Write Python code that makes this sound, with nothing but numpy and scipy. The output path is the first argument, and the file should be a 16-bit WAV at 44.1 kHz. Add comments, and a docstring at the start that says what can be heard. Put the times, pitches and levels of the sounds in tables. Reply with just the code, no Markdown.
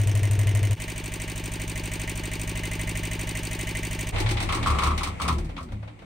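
"""In a boat's engine bay a small marine diesel idles, heard beside the block, over the shaft, then from above the hatch.
At idle each beat throbs the hull and fires a set pattern of knocks, rings and valve ticks: filtered noise and modes.
As it stops, the blows spread out over whirr and whine, the engine rocks on its mounts and a loose steel part clanks.
Light taps and a falling hum of the gear lead to rest."""
import sys
import numpy as np
from scipy import signal
from scipy.fft import rfft, irfft
from scipy.io import wavfile
from scipy.ndimage import uniform_filter1d

SR = 44100
rng = np.random.default_rng(int(sys.argv[2]) if len(sys.argv) > 2 else 0)


def store_pcm(level_fs):
    """Save levels as 16-bit WAV."""
    pcm = np.round(np.clip(level_fs, -1, 1) * 32767).astype(np.int16)
    wavfile.write(sys.argv[1], SR, np.atleast_2d(pcm).T)


N = 266787
T = np.arange(N) / SR


def undb(db):
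    """Decibels to gain."""
    return 10 ** (np.asarray(db) / 20)


def curve(rows):
    """Each column of a table, joined by straight lines in time."""
    s, *columns = np.transpose(rows)
    return [np.interp(T, s, c) for c in columns]


def unit(x):
    """Scale to rms 1."""
    return x / np.sqrt(np.mean(x ** 2))


def causal(gain):
    """Response of a passive body with these gains: it rings after a blow, never before."""
    cepstrum = irfft(np.log(gain))
    half = len(cepstrum) // 2
    cepstrum[1:half] *= 2
    cepstrum[half + 1:] = 0
    return np.exp(rfft(cepstrum))


def colour(x, points, size=4096):
    """Filter by (frequency [Hz], level [dB]) points, keeping the power of white noise."""
    hz, db = np.transpose(points)
    grid = np.linspace(1, SR / 2, size // 2 + 1)
    grid_db = np.interp(np.log(grid), np.log(hz), db, left=db[0] + 6.5, right=db[-1] - 29.5)
    response = irfft(causal(undb(grid_db)))
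    response = response / np.linalg.norm(response)
    return signal.fftconvolve(x, response[None])[:, :N]


def noise(width, size=N):
    """Stereo noise; width is side over mid."""
    mid, side = rng.standard_normal((2, size))
    return np.array([mid + width * side, mid - width * side])


def strike(times, db, response):
    """Lay a response down at each time, into both channels."""
    out, length = np.zeros((2, N + 2 * SR)), response.shape[1]
    for t, gain in zip(times, undb(db)):
        i = int((t + 1) * SR)
        out[:, i:i + length] += gain * response[:, :length]
    return out[:, SR:SR + N]


def rattle(times, db, points, t60, tail_db, tail_t60, rise_s, alike, width):
    """Blows on a casting with countless modes, then the bay's echo; a share of the ring is alike at every blow."""
    t = T[:SR // 3]
    casting = undb(-120 * t / t60)
    echo = undb(2 * tail_db - 120 * t / tail_t60)
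    power = (casting + echo) * (1 - np.exp(-t / rise_s)) ** 2
    same = strike(times, db, np.sqrt(power) * noise(width, size=len(t)))
    fresh = np.sqrt(strike(times, 2 * db, power[None])) * noise(width)
    alike = np.clip(alike, 0, 1)
    return colour(np.sqrt(alike) * same + np.sqrt(1 - alike) * fresh, points)


def ring(modes, spread, rise_s):
    """Decaying modes; each reaches the two ears up to spread radians apart."""
    t = T[:SR // 2]
    out = 0
    for k, (hz, db, t60) in enumerate(modes):
        apart = (-1) ** k * spread * np.array([[.5], [-.5]])
        phase = rng.uniform(0, 2 * np.pi) * min(spread, 1) ** 2 + apart
        out = out + undb(db - 60 * t / t60) * np.sin(2 * np.pi * hz * t + phase)
    return out * (1 - np.exp(-t / rise_s)) / np.linalg.norm(undb(np.array(modes)[:, 1]))


def walk(rate):
    """Slow chance with a spread near 1, drawn afresh rate times a second and smoothed."""
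    k = int(SR / rate)
    steps = np.repeat(rng.standard_normal(N // k + 1), k)
    return 1.348 * uniform_filter1d(uniform_filter1d(steps, k), k)[:N]


def wavering_tone(hz, wander, rate):
    """A sine whose pitch strays by chance."""
    return np.sin(2 * np.pi * np.cumsum(hz * (1 + wander * walk(rate))) / SR)


def shot(start, end, fade_s=0.029):
    """One listening spot fades in and out."""
    return np.clip(np.minimum(T - start, end - T) / fade_s + .5, 0, 1)


# hull throb at each spot: (multiple of the beat rate, level [dB])
BLOCK_ORDERS = [(1, -37), (2, -33), (3, -19.5), (4, -17), (5, -14), (6, -16), (7, -15), (8, 4.5), (9, -2.5),
                (10, -15.5), (11, -19), (12, -30), (13, -25), (14, -24.5), (15, -38), (16, -40), (17, -40),
                (18, -21), (19, -40), (20, -41)]
SHAFT_ORDERS = [(1, -12.5), (2, -6), (3, 1.5), (4, 6), (5, 2), (6, -10), (7, -3.5), (8, 7), (9, 2.5),
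                (10, -10.5), (11, -10), (12, -30.5), (13, 5), (14, -33.5), (15, -12), (16, -9), (17, -10),
                (18, -7), (19, -15), (20, -11)]


def throb(spot, orders, lead_s):
    """One push a beat rings the hull on multiples of the beat rate."""
    _, _, first, period = spot
    multiples, db = np.transpose(orders)
    response = causal(undb(np.interp(np.arange(2 * len(orders)), multiples, db)))
    turns = (T - first + lead_s) / period
    wave = sum((response[k] * np.exp(2j * np.pi * k * turns)).real for k in range(1, len(orders) + 1))
    return unit(wave) * undb(0.91 * walk(5.78))


# dull thuds of the mounts within one beat: (delay [s], pitch [Hz], length [s], level [dB])
BLOCK_THUDS = [(-.009, 434, 0.0053, -35.5), (.029, 277, .007, -38), (0.048, 333, 0.0028, -27),
               (0.057, 262, 0.0051, -48)]
SHAFT_THUDS = [(.033, 262, 0.0031, -40.5), (0.0471, 334, 0.003, -28)]


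def thud(times, db, hz, length_s):
    """Soft pushes with hardly any ring: a few cycles under a bell-shaped swell."""
    half = SR // 40
    t = T[:2 * half] - T[half]
    push = -np.cos(2 * np.pi * hz * t) * np.exp(-(t / length_s) ** 2)
    return strike(times - T[half], db, push * np.ones((2, 1)))


# blows within one beat:
# (delay [s], casing level [dB], knock level [dB], ring level [dB], tick level [dB], tick pitch [Hz])
BLOCK_BLOWS = [(-.0005, -39.5, -33.5, -31, -31, 8800), (.007, -49, -64, -30, -42, 6400),
               (0.021, -47.5, -34, -40, -34, 9200), (0.0411, -45, -36, -42, -37, 6000)]
SHAFT_BLOWS = [(-.0005, -44, -46, -27, -36, 8050), (.002, -45.5, -33, -32.5, -32, 6350),
               (0.012, -51.5, -58, -29, -44, 3710), (0.0196, -41, -30.5, -49, -28, 8740),
               (.0232, -41.5, -31.5, -35, -42, 6150), (0.039, -40, -34, -45.5, -32, 4760)]
# beats given a set force, the others draw theirs: (time [s], relative force [dB])
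HARD_BEATS = [(.231, 4), (.391, 3), (.55, 3.5), (.63, 3), (.8, 3), (.879, 3), (1.118, 1.5), (1.198, 2.5),
              (1.597, 2), (1.916, 2), (2.075, 4), (2.633, 5), (2.713, 4), (2.793, 4), (2.873, 4),
              (3.032, 4), (3.112, 4), (3.271, 3), (3.351, 4), (3.51, 3), (3.59, 4), (3.67, 4.5),
              (3.83, 3.5), (3.989, 3)]
# colours of the casing at each spot, the knock and the tick: (frequency [Hz], level [dB])
BLOCK_CASING = [(150, -12), (240, -14), (320, -9.5), (450, -10), (600, -7.5), (750, -12), (950, -12),
                (1300, -18.5), (1700, -12.5), (3000, -21)]
SHAFT_CASING = [(150, -8), (250, -9.5), (330, 0), (430, -8.5), (520, -5), (630, -7.5), (730, -12.5),
                (870, -7), (1040, -6), (1300, -15), (1700, -7.5), (3000, -9.5)]
KNOCK = [(800, -34), (1500, -24), (1850, -7.5), (2150, 2.5), (2500, 0.5), (2900, -1), (3600, -3.5),
         (4800, -9.5), (6500, -10.5), (10000, -46)]
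TICK = [(2000, -30), (4200, -7.5), (5500, -11.5), (6600, 6.5), (7100, 5), (7450, -32), (7900, 4.5),
        (8900, 9.5), (9700, -3.5), (10500, -19.5), (11500, -24.5), (12900, 1), (15700, -5), (17000, -50)]
# ringing valves, block, piston slap and cover: (frequency [Hz], level [dB], t60 [s])
VALVE_MODES = [(5960, 0, 0.051), (7170, -1, 0.05), (8000, 3.5, 0.03), (9370, 10.5, 0.0093)]
BLOCK_MODES = [(891, -16, 0.22), (1037, -12, 0.23), (1865, 3, 0.05), (2047, -2.5, 0.12), (2227, 1.5, 0.1),
               (2480, -5.5, 0.048), (2780, -5, 0.14), (2960, -6.5, 0.17), (3120, -12, 0.24),
               (3904, -20, 0.33)]
SLAP_MODES = [(1851, 0.5, 0.041), (2030, -3, 0.048), (2062, -1, 0.13), (2172, -9, 0.076)]
COVER_MODES = [(543, -11.5, 0.023), (628, -1, 0.077)]
SLAP_FOLLOW = 2.6  # growth of the piston's slap, dB per dB of force
TAPPET_SCATTER_DB = 1.0


def clatter(spot, blows, casing, thuds, cover_db, slap_db):
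    """Combustion and valve gear strike the block at near-fixed points of each beat; some beats knock harder."""
    _, end, first, period = spot
    beats, out = np.arange(first, end, period), 0
    hard_db = sum(db * (abs(beats - t) < period / 2) for t, db in HARD_BEATS)
    force_db = np.where(hard_db > 0, hard_db, 2.8 * rng.standard_normal(len(beats))) - 3.0
    for delay, casing_db, knock_db, ring_db, tick_db, tick_hz in blows:
        chance = rng.standard_normal((len(beats), 4)).T
        times = beats + delay
        loose = times + .00004 * chance[3]
        # the beat's force tells less on blows further from its start
        force = force_db * np.exp(-abs(delay) / 0.038) + 0.64 * chance[0]
        tick = tick_db + 1.27 * chance[2]
        out = out + rattle(times, casing_db + .5 * chance[1], casing, t60=0.024, tail_db=0.0,
                           tail_t60=0.44, rise_s=0.0012, alike=0.78, width=0.56)
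        out = out + rattle(loose, knock_db - 3.0 + 0.13 * force, KNOCK, t60=0.037, tail_db=-8.0,
                           tail_t60=0.39, rise_s=0.00057, alike=0.89, width=0.093)
        out = out + rattle(times, tick, TICK, t60=0.02, tail_db=-13,
                           tail_t60=0.14, rise_s=0.00056, alike=1.0, width=0.67)
        # each tappet has a bright band of its own over the ring they share
        own = [(tick_hz * .7, -28), (tick_hz * .92, 0), (tick_hz * 1.05, 0), (tick_hz * 1.18, -30)]
        out = out + rattle(times, tick - 1.5 + TAPPET_SCATTER_DB * chance[1], own, t60=0.018, tail_db=-12,
                           tail_t60=0.092, rise_s=0.00036, alike=0.54, width=0.033)
        out = out + strike(times, tick - 5, ring(VALVE_MODES, spread=0.96, rise_s=0.00014))
        out = out + strike(loose, ring_db - 4.0 + force, ring(BLOCK_MODES, spread=1.0, rise_s=0.00024))
    # the piston's slap is heard mostly on hard beats
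    slap = ring(SLAP_MODES, spread=0.48, rise_s=0.0053)
    out = out + strike(beats + 0.002018, slap_db + SLAP_FOLLOW * force_db, slap)
    # each firing rings a cover on the block, and the mounts thud as the engine rocks
    out = out + strike(beats, cover_db + 0.43 * force_db, ring(COVER_MODES, spread=0.41, rise_s=0.0021))
    return out + sum(thud(beats + delay, db + 0.1 * force_db, hz, length) for delay, hz, length, db in thuds)


# panels and covers that sing along over the shaft: (resonance [Hz], level [dB])
SHAFT_TONES = [(263, -48), (313, -55), (351, -58), (414, -57), (464, -68), (489, -64), (551, -60),
               (627, -54.5), (1041, -62), (1104, -64.5)]
DRONE_WAVER_DB = 1.0


def drone(spot, tones):
    """The steady beat keeps each panel singing on the multiple of the beat rate nearest to its resonance."""
    period, out = spot[-1], 0
    for hz, db in tones:
        multiple = np.round(hz * period)
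        tone = np.sin(2 * np.pi * (multiple * T / period + rng.random()))
        out = out + undb(db + DRONE_WAVER_DB * walk(4.77)) * tone
    return np.sqrt(2) * out


# idle at each spot: (start [s], end [s], first beat [s], beat period [s])
BESIDE_BLOCK = (-.1, .745, -.0866, .0796)
OVER_SHAFT = (.772, 4.108, .7195, .07974)
# nearness to the shaft end: (time [s], throb level [dB], clatter level [dB])
SHAFT_LEVEL = [(.8, -34, -2.5), (1.5, -33.5, -2), (2.1, -32.5, -1), (2.8, -31.5, -1), (3.5, -32, -0.5),
               (4.1, -32, -0.7)]


def idle():
    """Beside the block one hull resonance booms; over the shaft the clatter stands out."""
    block = throb(BESIDE_BLOCK, BLOCK_ORDERS, lead_s=0.0112) * undb(-21 + np.array([[.8], [-.8]]))
    block += clatter(BESIDE_BLOCK, BLOCK_BLOWS, BLOCK_CASING, BLOCK_THUDS, cover_db=-30.5, slap_db=-27)
    throb_db, clatter_db = curve(SHAFT_LEVEL)
    shaft = clatter(OVER_SHAFT, SHAFT_BLOWS, SHAFT_CASING, SHAFT_THUDS, cover_db=-35, slap_db=-25.5)
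    shaft *= undb(clatter_db - 1.5)
    shaft += drone(OVER_SHAFT, SHAFT_TONES) * undb(clatter_db - 2.5)
    shaft -= throb(OVER_SHAFT, SHAFT_ORDERS, lead_s=0.0035) * undb(throb_db)
    return block * shot(*BESIDE_BLOCK[:2]) + shaft * shot(*OVER_SHAFT[:2])


# whirr of the gear as it slows, picks up on the last strokes and stops: (time [s], level [dB])
WHIRR = [(4.14, -40), (4.336, -46), (4.75, -42), (4.99, -47.5), (5.18, -51.5), (5.25, -43), (5.4, -55),
         (5.67, -62), (5.96, -63), (6.05, -61.5)]
# its colour: (frequency [Hz], level [dB])
WHIRR_COLOUR = [(25, -22), (100, 16), (200, -5), (450, 4), (650, 3), (850, 3), (1100, -1), (1550, -7.5),
                (2200, -0.5), (3500, -12), (5500, -21.5), (9000, -18), (11000, -44), (15000, -29)]


def whirr():
    """The turning gear as wide coloured noise."""
    return colour(noise(0.79), WHIRR_COLOUR) * undb(curve(WHIRR)[0] + 7.5)


# the engine heaves against the hull: (time of the peak [s], hull boom level [dB], panel level [dB])
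HEAVES = [(4.156, -28, -21.5), (4.252, -34, -18.5), (4.34, -26.5, -23), (4.485, -28.5, -32),
          (4.605, -38, -24.5), (4.705, -17, -26), (4.87, -17.5, -30), (4.935, -26, -33), (5.09, -29.5, -33),
          (5.24, -24.5, -44), (5.319, -20, -33), (5.47, -35.5, -36), (5.61, -34, -43), (5.735, -32, -28),
          (5.81, -63, -31)]
HEAVE_RISE_DB_PER_S, HEAVE_HOLD_S = 509, 0.014


def heave(db, fall_db_per_s):
    """Each heave swells quickly, holds and dies away."""
    power = 0
    for (peak, _, _), level in zip(HEAVES, db):
        shape = np.minimum(HEAVE_RISE_DB_PER_S * (T - peak), fall_db_per_s * (peak + HEAVE_HOLD_S - T))
        power = power + undb(level + np.minimum(shape, 0)) ** 2
    return np.sqrt(power)


def sway(hz, wander):
    """A low resonance kept swinging by uneven pushes."""
    return unit(wavering_tone(hz, wander, rate=35))


# swing on the mounts: (time [s], level [dB])
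SWING = [(4.14, -22.5), (4.702, -30.5), (4.974, -26), (5.244, -51), (5.41, -22.5), (5.654, -45),
         (5.75, -26), (5.792, -57), (6.05, -54)]
# rumble of the bay's panels: (time [s], level [dB])
RUMBLE_LEVEL = [(4.14, -41.5), (4.92, -34), (5.144, -43.5), (5.154, -48.5), (5.308, -29.5), (5.488, -43.5),
                (5.76, -45.5), (5.97, -57), (6.04, -49)]
# colour of the rumble from above the hatch: (frequency [Hz], level [dB])
RUMBLE = [(90, -7), (135, -7.5), (165, 1.5), (205, -2.5), (250, -5), (350, -12.5), (430, -16.5),
          (700, -26.5)]
# higher resonances of the bay's panels: (frequency [Hz], level [dB])
PANEL_TONES = [(163, 2.5), (210, -3), (289, -3.5), (356, -5)]
PANEL_FOLLOW = 0.8  # the panels ring on, so they fade less than the rumble


def rocking():
    """The slowing engine swings on its mounts and sets hull and panels booming."""
    _, boom_db, panel_db = np.transpose(HEAVES)
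    rumble_db = curve(RUMBLE_LEVEL)[0]
    lows = sway(38, wander=0.0853) * undb(curve(SWING)[0] - 5.5)
    lows += sway(73, wander=0.0325) * heave(boom_db - 4.0, fall_db_per_s=107)
    lows += sway(108, wander=0.0384) * heave(panel_db - 5.0, fall_db_per_s=114)
    lows = lows + colour(noise(0.13), RUMBLE) * undb(rumble_db + 1.0)
    # the lows fall away below about 28 Hz
    lows = signal.sosfiltfilt(signal.butter(4, 28, "high", fs=SR, output="sos"), lows)
    panels = sum(undb(db + 4.1 * walk(26)) * sway(hz, wander=0.02606) for hz, db in PANEL_TONES)
    return lows + unit(panels) * undb(PANEL_FOLLOW * rumble_db - 11.5)


# a brief whine that sags as the engine starts to slow: (time [s], pitch [Hz], level [dB])
WHINE = [(4.15, 900, -55), (4.2, 875, -37), (4.28, 840, -51), (4.38, 800, -42), (4.46, 770, -75)]


def whine():
    """A wavering tone that sinks with the speed."""
    hz, db = curve(WHINE)
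    return wavering_tone(hz, 0.0123, rate=40) * undb(db)


# strokes of the slowing engine: (time [s], spread of the blows [s], level [dB], thud level [dB])
STROKES = [(4.1583, 0.042, 0.5, -15.5), (4.2604, 0.049, 1.5, -17), (4.3686, 0.058, 1, -20.5),
           (4.488, 0.06, 2, -18.5), (4.6274, 0.074, 0, -23), (4.7853, .0855, 1, -21.5),
           (4.977, 0.095, -0.5, -35), (5.2154, 0.11, -3, -32)]
# three blows in every stroke: (share of the spread, knock level [dB], its change [dB per halving of speed],
# tick level [dB], its change [dB per halving of speed])
STROKE_BLOWS = [(0, -32, 1.5, -65.5, 22), (0.578, -34.5, 4, -45.5, 8), (0.998, -34, -7.5, -38, -5.5)]
# the loose steel part strikes: (time [s], level [dB])
CLANKS = [(4.492, -20), (4.5285, -18.5), (4.572, -23), (4.6605, -11.5), (4.701, -15), (4.7475, -20),
          (4.7861, -16), (4.8219, -13), (4.8637, -13.5), (4.9067, -17.5), (5.009, -21), (5.063, -22),
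          (5.199, -18.5), (5.25, -21.5), (5.285, -12.5), (5.301, -26), (5.5786, -26)]
CLANK_KNOCK_DB, CLANK_TICK_DB = -21.5, -32.5  # crack of the contact, added to the clank's level
# light taps as the engine settles: (time [s], knock level [dB], tick level [dB], body level [dB])
TAPS = [(5.3824, -47, -49, -42), (5.446, -58, -57.5, -56), (5.491, -50, -63, -45.5),
        (5.5644, -40.5, -72, -51), (5.605, -62, -59, -44.5), (5.6284, -70, -57, -66),
        (5.6855, -56, -81, -54), (5.7194, -50, -61.5, -46.5), (5.8266, -53.5, -76, -46.5),
        (5.875, -49.5, -78, -47.5), (5.989, -55, -72, -60), (6.018, -57, -76, -50)]


def slowing_blows():
    """Blows of a stroke spread out as speed falls, and the sharpest tick moves to the front; clanks and taps join."""
    start, spread, level, _ = np.transpose(STROKES)
    halvings = np.log2(spread / spread[0])
    rows = []  # (time [s], knock level [dB], tick level [dB])
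    for share, knock, knock_change, tick, tick_change in STROKE_BLOWS:
        knock_db = level + knock + knock_change * halvings
        tick_db = level + tick + tick_change * halvings
        rows.append(np.column_stack([start + share * spread, knock_db, tick_db]))
    contacts = [(t, db + CLANK_KNOCK_DB, db + CLANK_TICK_DB) for t, db in CLANKS]
    return np.vstack(rows + [contacts, np.array(TAPS)[:, :3]])


# knocks and valve ticks from above the hatch: (frequency [Hz], level [dB])
OPEN_KNOCK = [(400, -21.5), (800, 5), (1600, -4.5), (2200, 5.5), (2800, -0.5), (3700, -0.5), (5000, -12),
              (7000, -21.5), (10500, -24)]
OPEN_TICK = [(2000, -15), (4200, -0.5), (6500, -5.5), (7450, -7.5), (8600, -1.5), (9700, -5.5),
             (10500, -23), (11500, -32), (12900, -13), (15800, -20), (17000, -42)]


def slowing_clatter():
    """Each blow is a knock of the casting with a brighter valve tick on top."""
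    times, knock_db, tick_db = slowing_blows().T
    knocks = rattle(times, knock_db - 2.5, OPEN_KNOCK, t60=0.18, tail_db=-0.5,
                    tail_t60=0.2, rise_s=0.00093, alike=0.2, width=0.99)
    ticks = rattle(times, tick_db + 4.0, OPEN_TICK, t60=0.12, tail_db=-5.5,
                   tail_t60=0.19, rise_s=0.00034, alike=0.091, width=0.77)
    return knocks + ticks


# the bay's ring after a thud: (frequency [Hz], level [dB], t60 [s])
BAY_MODES = [(300, -16, 0.077), (320.5, 10, 0.071), (357, 4.5, 0.13), (554, -6.5, 0.077), (847, -12, 0.39)]


def stroke_thuds():
    """A dull thud follows the last blow of each stroke and rings the bay."""
    start, spread, _, thud_db = np.transpose(STROKES)
    times = start + STROKE_BLOWS[-1][0] * spread + 0.00387
    return strike(times, thud_db + 1.0, ring(BAY_MODES, spread=0.26, rise_s=0.0089))


# ringing steel, then the bright first instant of a clank: (frequency [Hz], level [dB], t60 [s])
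STEEL_MODES = [(966, -17, 0.2), (986, -5.5, 0.19), (999, -3, 0.21), (1064, 2, 0.13), (1081, -6, 0.17),
               (1100, -1, 0.23), (1161, 0, 0.16), (1164, -1.5, 0.17), (1250, -5, 0.14), (1274, -1.5, 0.22),
               (1317, -3.5, 0.18), (1358, -5, 0.14), (1430, -15, 0.11)]
STEEL_STRIKE = [(994, -4, 0.0094), (1110, 1, 0.017), (1170, 1, 0.013), (1268, 4, 0.026)]
# the strike comes straight and off two walls of the bay: (delay [s], level [dB])
CLANK_PATHS = [(.0005, 1.5), (.011, -6), (.0175, -2.5)]


def clanks():
    """Loose steel rings in close-set modes that build slowly behind a bright contact."""
    times, db = np.transpose(CLANKS)
    out = strike(times, db - 1.5, ring(STEEL_MODES, spread=1.59, rise_s=.008))
    for delay, path_db in CLANK_PATHS:
        out += strike(times + delay, db + path_db - .5, ring(STEEL_STRIKE, spread=0.6, rise_s=.001))
    return out


# hum of the gear as it coasts to rest: (time [s], pitch [Hz], level [dB])
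COAST_HUM = [(5.25, 399.6, -55), (5.35, 352.6, -39.5), (5.46, 321.8, -37.5), (5.56, 275.3, -51),
             (5.66, 241, -38.5), (5.73, 209, -41), (5.84, 191.7, -54), (6.0, 166, -74)]
PANEL_T60_S = 0.33


def coasting():
    """The hum of the gear falls through the resonances of the panels, and each rings on after it."""
    hz, db = curve(COAST_HUM)
    hum = wavering_tone(hz, 0.0292, rate=30) * shot(COAST_HUM[0][0], np.inf)
    panels = ring([(f, level, PANEL_T60_S) for f, level in PANEL_TONES], spread=0.52, rise_s=0.0024)
    rung = signal.fftconvolve(hum[None], panels)[:, :N]
    return (0.81 * hum + 2.7 * rung / abs(rung).max()) * undb(db)


# hollow body of a light tap: (frequency [Hz], level [dB])
TAP_BODY = [(200, -7), (300, -1), (400, -18), (500, 6), (620, 0), (750, -5), (1100, -4), (1500, -8),
            (2500, -20)]


def tap_bodies():
    """The hollow body under each light tap, as low coloured noise."""
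    times, _, _, body_db = np.transpose(TAPS)
    return rattle(times, body_db + 1.0, TAP_BODY, t60=0.15, tail_db=-5.5,
                  tail_t60=0.25, rise_s=0.0017, alike=0.62, width=1.0)


HATCH_START_S, PORT_LAG_S = 4.13, .0005


def run_down():
    """Ever slower blows over whirr, whine and hum, as the engine rocks and the loose steel part clanks."""
    out = whirr() + slowing_clatter() + tap_bodies()
    # the engine lies a little to the left, so its clatter reaches the right ear later
    out[1] = np.interp(T - PORT_LAG_S, T, out[1])
    out += rocking() + whine() + stroke_thuds() + clanks() + coasting()
    return out * undb(np.array([[.45], [-.45]])) * shot(HATCH_START_S, np.inf)


def scene():
    """Idle, then the stop."""
    return idle() + run_down()


def record(dry):
    """The microphone cuts the top, above 16.3 kHz."""
    return signal.sosfilt(signal.ellip(8, .2, 70, 16300, fs=SR, output="sos"), dry)


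dry = scene()
out = record(dry)
store_pcm(out)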